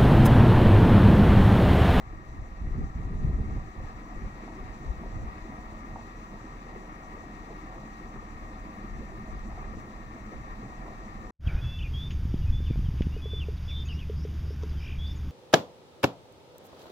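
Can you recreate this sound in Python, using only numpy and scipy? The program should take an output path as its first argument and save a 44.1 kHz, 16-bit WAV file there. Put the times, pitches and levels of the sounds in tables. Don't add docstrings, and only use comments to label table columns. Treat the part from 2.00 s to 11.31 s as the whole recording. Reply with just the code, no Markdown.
import sys
import numpy as np
from scipy import signal
from scipy.fft import rfft, irfft
from scipy.io import wavfile
from scipy.ndimage import uniform_filter1d

SR = 44100
rng = np.random.default_rng(int(sys.argv[2]) if len(sys.argv) > 2 else 0)


def wav_out(sig):
    wavfile.write(sys.argv[1], SR, np.round(np.clip(np.atleast_2d(sig).T, -1, 1) * 32767).astype(np.int16))


N = 410571
TIME = np.arange(N) / SR
HZ = np.fft.rfftfreq(N, 1 / SR)

# (pitch [Hz], half width [Hz], level [dB])
BASIN_RINGS = [(213.8, 31.6, -67.5), (309, 27.5, -71), (381, 14.8, -74), (446, 16.5, -78), (524, 22, -79.5),
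               (637.4, 24.5, -76.5), (750, 50, -76), (986, 16, -77)]
# (frequency [Hz], level [dB])
CHURN_TONE = [(20, -90), (70, -70.5), (140, -73), (300, -79), (600, -84.5), (950, -80.5), (1200, -84.5),
              (1500, -94.5), (3000, -104), (6000, -110), (9000, -128), (16000, -140)]
# (frequency [Hz], likeness [0-1], left lead [rad])
POOL_STEREO = [(100, 1, 0.05), (312, 0.96, -0.01), (437, 0.9, -0.82), (740, 0.9, -1), (940, 0.45, -1.03),
               (1500, 0.6, -2), (6000, 0.56, -2.1)]
# (time [s], level [dB])
BOIL_LEVEL = [(0, -3.5), (.6, -4), (1.6, -2), (2.7, 1), (3.6, -.4), (9.3, -0.3)]
# (start [s], level [dB])
GAS_GULPS = [(2.16, 0), (2.4, 0), (2.98, 6.5), (3.43, 4), (3.8, 1), (4.22, 1.5), (4.4, 0.5), (4.71, 3.5),
             (5.19, -3), (5.45, 2), (5.6, 3), (5.75, -1.5), (6.1, 0), (6.8, 0), (6.93, 5), (7.16, 5.5),
             (7.42, -0.5), (7.68, 2), (8.57, 2), (8.78, 3.5), (9.14, 6)]
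# (time [s], level [dB])
BACKGROUND_LEVEL = [(0, -3), (1, -1.6), (2.2, 0.5)]
# (pitch [Hz], half width [Hz], left [dB], right [dB])
CASE_RINGS = [(1152, 57, -71.5, -73.5), (1232, 121, -77.5, -86), (1820, 200, -83, -96),
              (2087, 302, -84.5, -95), (2580, 150, -91.5, -106), (3830, 810, -106, -100),
              (4720, 440, -103, -108), (5854, 240, -97, -105), (6360, 130, -101, -116),
              (7160, 760, -101, -125), (10560, 510, -111, -137), (12876, 366, -116, -137),
              (15553, 1600, -113, -134)]
# (frequency [Hz], likeness [0-1], left lead [rad])
CASE_STEREO = [(1107, 0.95, -3), (1395, 0.87, -2), (1670, 0.9, -6), (1900, 0, -3.5), (2450, 0, -4.5),
               (2970, 0.73, -4), (3500, 0.76, -1.5), (3940, 0.7, 0), (4560, 0.56, 3.5), (5700, 0.7, 5.5),
               (7200, 0.4, 7)]
# (time [s], level [dB])
BREEZE_LEVEL = [(0, -40), (2.4, -43.5), (3.6, -43), (4.3, -45), (5.8, -44.5), (6.4, -42.5), (8.3, -41),
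                (9.3, -41.5)]
# (start [s], length [s], level [dB])
WIND_GUSTS = [(0.267, 0.18, -40.5), (0.6, 0.23, -29.5), (0.931, 0.23, -29.5), (1.191, 0.061, -20.5),
              (1.335, 0.24, -28.5), (1.76, 0.08, -36.5), (2.13, 0.11, -34), (2.6, 0.11, -40),
              (2.846, 0.074, -33.5), (3.05, 0.24, -35), (6.826, 0.19, -39), (7.256, 0.46, -40)]
# (frequency [Hz], relative level [dB])
WIND_TONE = [(7.1, -42), (12, -4), (37, 3), (81, -3.5), (145, -8.5), (414, -25), (445, -25.5), (583, -43.5),
             (639, -35.5), (900, -44), (1170, -77), (1980, -120)]
# (time [s], level [dB], pitch [Hz])
WIND_THUMPS = [(0.649, -28, 45), (0.728, -24.5, 32.5), (1.25, -18, 117), (1.347, -22.5, 50.5),
               (2.904, -23, 50)]
# (time [s], level [dB], pitch [Hz])
BIG_BUBBLES = [(1.845, -36, 775), (2.478, -31, 697), (3.012, -29, 200), (3.035, -30.5, 693),
               (3.925, -32.5, 110), (3.959, -24.5, 820), (3.969, -32, 720), (4.762, -33, 342),
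               (5.167, -36, 622), (5.505, -33, 439), (6.165, -33, 1000), (6.987, -31, 212.7),
               (7.008, -36, 436), (7.451, -31, 232), (7.576, -30, 730), (7.768, -29.5, 281),
               (8.135, -37.5, 250), (8.16, -34.5, 630), (8.319, -33, 517), (8.861, -32.5, 980),
               (8.88, -33, 670)]


def amp(db):
    return 10 ** (np.asarray(db) / 20)


def unit(x):
    return x / np.sqrt(np.mean(x ** 2) + 1e-20)


def curve(rows):
    return np.interp(TIME, *np.transpose(rows))


def across(rows):
    hz, *columns = np.transpose(rows)
    return [np.interp(np.log(HZ + 1), np.log(abs(hz) + 1), c) for c in columns]


def add(mix, s, sound):
    part = mix[max(round(s * SR), 0):][:len(sound)]
    part += sound[:len(part)]


def white():
    return (rng.standard_normal(len(HZ)) + 1j * rng.standard_normal(len(HZ))) * np.sqrt(N * SR) / 2


def drift(rate_hz):
    points = rng.standard_normal(4000)
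    hz = np.fft.rfftfreq(len(points), TIME[-1] / len(points))
    slow = irfft(rfft(points) * np.exp(-(hz / rate_hz) ** 2) * (hz > .5))
    return unit(np.interp(TIME, np.linspace(0, TIME[-1], len(points)), slow))


def resonance(hz, width):
    return 1 / (1 + ((HZ - hz) / width) ** 2)


def stereo(a, b, rows):
    likeness, lead = across(rows)
    likeness = np.clip(likeness, 0, 1)
    right = likeness * a + np.sqrt(1 - likeness ** 2) * b
    return np.array([a, right * np.exp(-1j * lead)])


def bubble(hz, cycles, glide):
    age = np.arange(int(5 * cycles / hz * SR)) * hz / SR / cycles
    tone = np.sin(2 * np.pi * cycles * (age + glide * age ** 2 / 2))
    return tone * np.exp(-age) * (1 - np.exp(-age * cycles * 2))


def swarm(per_s, low_hz, high_hz, cycles, spread_db, sizes):
    out = np.zeros(N)
    count = int(per_s * N / SR / sizes)
    for hz in np.geomspace(low_hz, high_hz, sizes):
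        ring = hz * bubble(hz, cycles * rng.uniform(0.48, 1.42), glide=0.064)
        start, luck, sign = rng.random((1500, 3))[:count].T
        strength = amp(spread_db * np.minimum(-np.log(1 - luck), 3.5)) * np.sign(sign - .5)
        samples = (start * N).astype(int)[:, None] + np.arange(len(ring))
        out += np.bincount(samples.ravel(), (strength[:, None] * ring).ravel(), N)[:N]
    return unit(out) * np.sqrt(high_hz - low_hz)


def gas_flow(trickle_db=-3, gulp_s=0.13):
    power = np.full(N, amp(trickle_db) ** 2)
    arch = np.sin(np.pi * np.arange(0, 1, 1 / (gulp_s * SR)))
    for s, db in GAS_GULPS:
        add(power, s, (amp(db) * arch) ** 2)
    return np.sqrt(power)


def pool(deep_db=-2, light_db=-4, wash_db=-4, uneven_db=1.8, surge_db=2.4):
    basin = sum((amp(db) * resonance(hz, width)) ** 2 for hz, width, db in BASIN_RINGS)
    colour = np.sqrt(amp(across(CHURN_TONE)[0]) ** 2 + basin)
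    deep = np.array([swarm(per_s=260, low_hz=110.9, high_hz=476.3, cycles=2.51, spread_db=3.5, sizes=24)
                     for _ in range(2)])
    light = np.array([swarm(per_s=900, low_hz=474.7, high_hz=1408, cycles=4.87, spread_db=2.5, sizes=32)
                      for _ in range(2)])
    deep *= amp(deep_db) * unit(gas_flow() * amp(uneven_db * drift(rate_hz=14.5)))
    light *= amp(light_db + surge_db * drift(rate_hz=7))
    bubbles = stereo(*rfft(deep + light), POOL_STEREO)
    wash = amp(np.interp(HZ, [1200, 1600], [wash_db, 0])) * stereo(white(), white(), POOL_STEREO)
    return irfft(colour * (bubbles + wash), N) * amp(curve(BOIL_LEVEL))


def hum(hz=37.2, level_db=-48.5, waver_db=-0.1):
    turns = np.cumsum(hz + .7 * drift(rate_hz=3)) / SR
    return np.sqrt(2) * amp(level_db + waver_db * drift(rate_hz=1.7)) * np.sin(2 * np.pi * turns)


def motor_whir(flutter_db=1.34, groups=4):
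    out = np.zeros((2, N))
    for group in np.array_split(np.array(CASE_RINGS), groups):
        power = sum((amp([[left], [right]]) * resonance(hz, w)) ** 2 for hz, w, left, right in group)
        rubbing = stereo(white(), white(), CASE_STEREO)
        out += irfft(np.sqrt(power) * rubbing, N) * amp(flutter_db * drift(rate_hz=17.3))
    return out


def motor_whine(first_hz=1881, slowed_hz=1855, slows_at_s=6, slowing_s=0.1494, wander_hz=14.02):
    hz = np.interp(TIME, [slows_at_s, slows_at_s + slowing_s], [first_hz, slowed_hz])
    hz += wander_hz * drift(rate_hz=4.3)
    angle = 2 * np.pi * np.cumsum(hz) / SR + .6 * drift(rate_hz=35)
    tone = np.sqrt(2) * np.sin(angle) * amp(drift(rate_hz=22))
    return amp([[-57], [-76]]) * tone


def electronics(hz=7810, left_db=-87, right_db=-98):
    turns = np.cumsum(hz + 3 * drift(rate_hz=4.4)) / SR
    return np.sqrt(2) * amp([[left_db], [right_db]]) * np.sin(2 * np.pi * turns)


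def airflow(rise_s=0.034, fall_s=0.06):
    power = amp(curve(BREEZE_LEVEL)) ** 2
    for s, length, db in WIND_GUSTS:
        rise = np.clip((TIME - s) / rise_s, 0, 1)
        fall = np.exp(-np.maximum(TIME - s - length, 0) / fall_s)
        power += (amp(db) * rise * fall) ** 2
    return np.sqrt(power)


def wind(level_db=0.5, calm_db=-44, likeness=0.81, dull_hz=90, strong_db=-30, lumps_db=2.5, cap_db=-26):
    gust = airflow()
    push = gust ** 3 / (gust ** 2 + amp(calm_db) ** 2)
    push = amp(cap_db) * np.tanh(push / amp(cap_db))
    swirls = stereo(white(), white(), [(100, likeness, 0)]) * amp(across(WIND_TONE)[0])
    bright = unit(irfft(swirls, N))
    dull = unit(irfft(swirls / np.sqrt(1 + (HZ / dull_hz) ** 4), N))
    brightness = np.clip(uniform_filter1d(gust, SR // 4) / amp(strong_db), 0, 1)
    rumble = brightness * bright + (1 - brightness) * dull
    rumble /= np.sqrt(uniform_filter1d((rumble ** 2).mean(0), SR // 10) + 1e-9)
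    return amp(level_db) * push * rumble * unit(amp(lumps_db * drift(rate_hz=22)))


def thumps(left_db=4.5, right_db=-2):
    out = np.zeros(N)
    t = np.arange(-SR // 10, SR // 10) / SR
    for s, db, hz in WIND_THUMPS:
        add(out, s + t[0], amp(db) * np.sin(2 * np.pi * hz * t) * np.exp(-2 * (hz * t) ** 2))
    return amp([[left_db], [right_db]]) * out


def plops(level_db=-1, cycles=2.24, glide=0.0026, swell_s=0.0019, gentle_db=-35, small_db=-44):
    out = np.zeros(N)
    for s, db, hz in BIG_BUBBLES:
        ring = bubble(hz, cycles, glide)
        swell = np.tanh(np.arange(len(ring)) / SR / (swell_s * amp(gentle_db - db) ** 2))
        add(out, s, amp(db + level_db) * ring * swell)
        for delay, octaves in rng.random((4, 2)):
            small = bubble(hz * 2 ** (octaves - .4), cycles, glide)
            add(out, s + .035 * (delay - .25), amp(small_db) * small)
    return out


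def reed_echoes(sound, level_db=-4, fade_s=0.13):
    t = np.arange(SR // 4) / SR
    tails = rng.standard_normal((2, len(t))) * amp(-60 * t / fade_s) * (t > .004)
    tails += tails.mean(0)
    echoes = np.array([signal.oaconvolve(sound, tail / np.linalg.norm(tail))[:N] for tail in tails])
    return sound + amp(level_db) * echoes


def scene(hiss_db=-121.5):
    hiss = amp(hiss_db) * irfft(np.array([white(), white()]), N)
    camera = motor_whir() + motor_whine() + electronics() + hiss
    water = pool() + reed_echoes(plops())
    return water + wind() + thumps() + (hum() + camera) * amp(curve(BACKGROUND_LEVEL))


def record(dry, fade_s=0.004, top_hz=15750):
    fade = np.minimum(np.minimum(TIME, TIME[::-1]) / fade_s, 1)
    low_pass = signal.firwin(1023, top_hz, window=("kaiser", 9), fs=SR)
    return signal.oaconvolve(dry * fade, low_pass[None], "same")


dry = scene()
out = record(dry)
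wav_out(out)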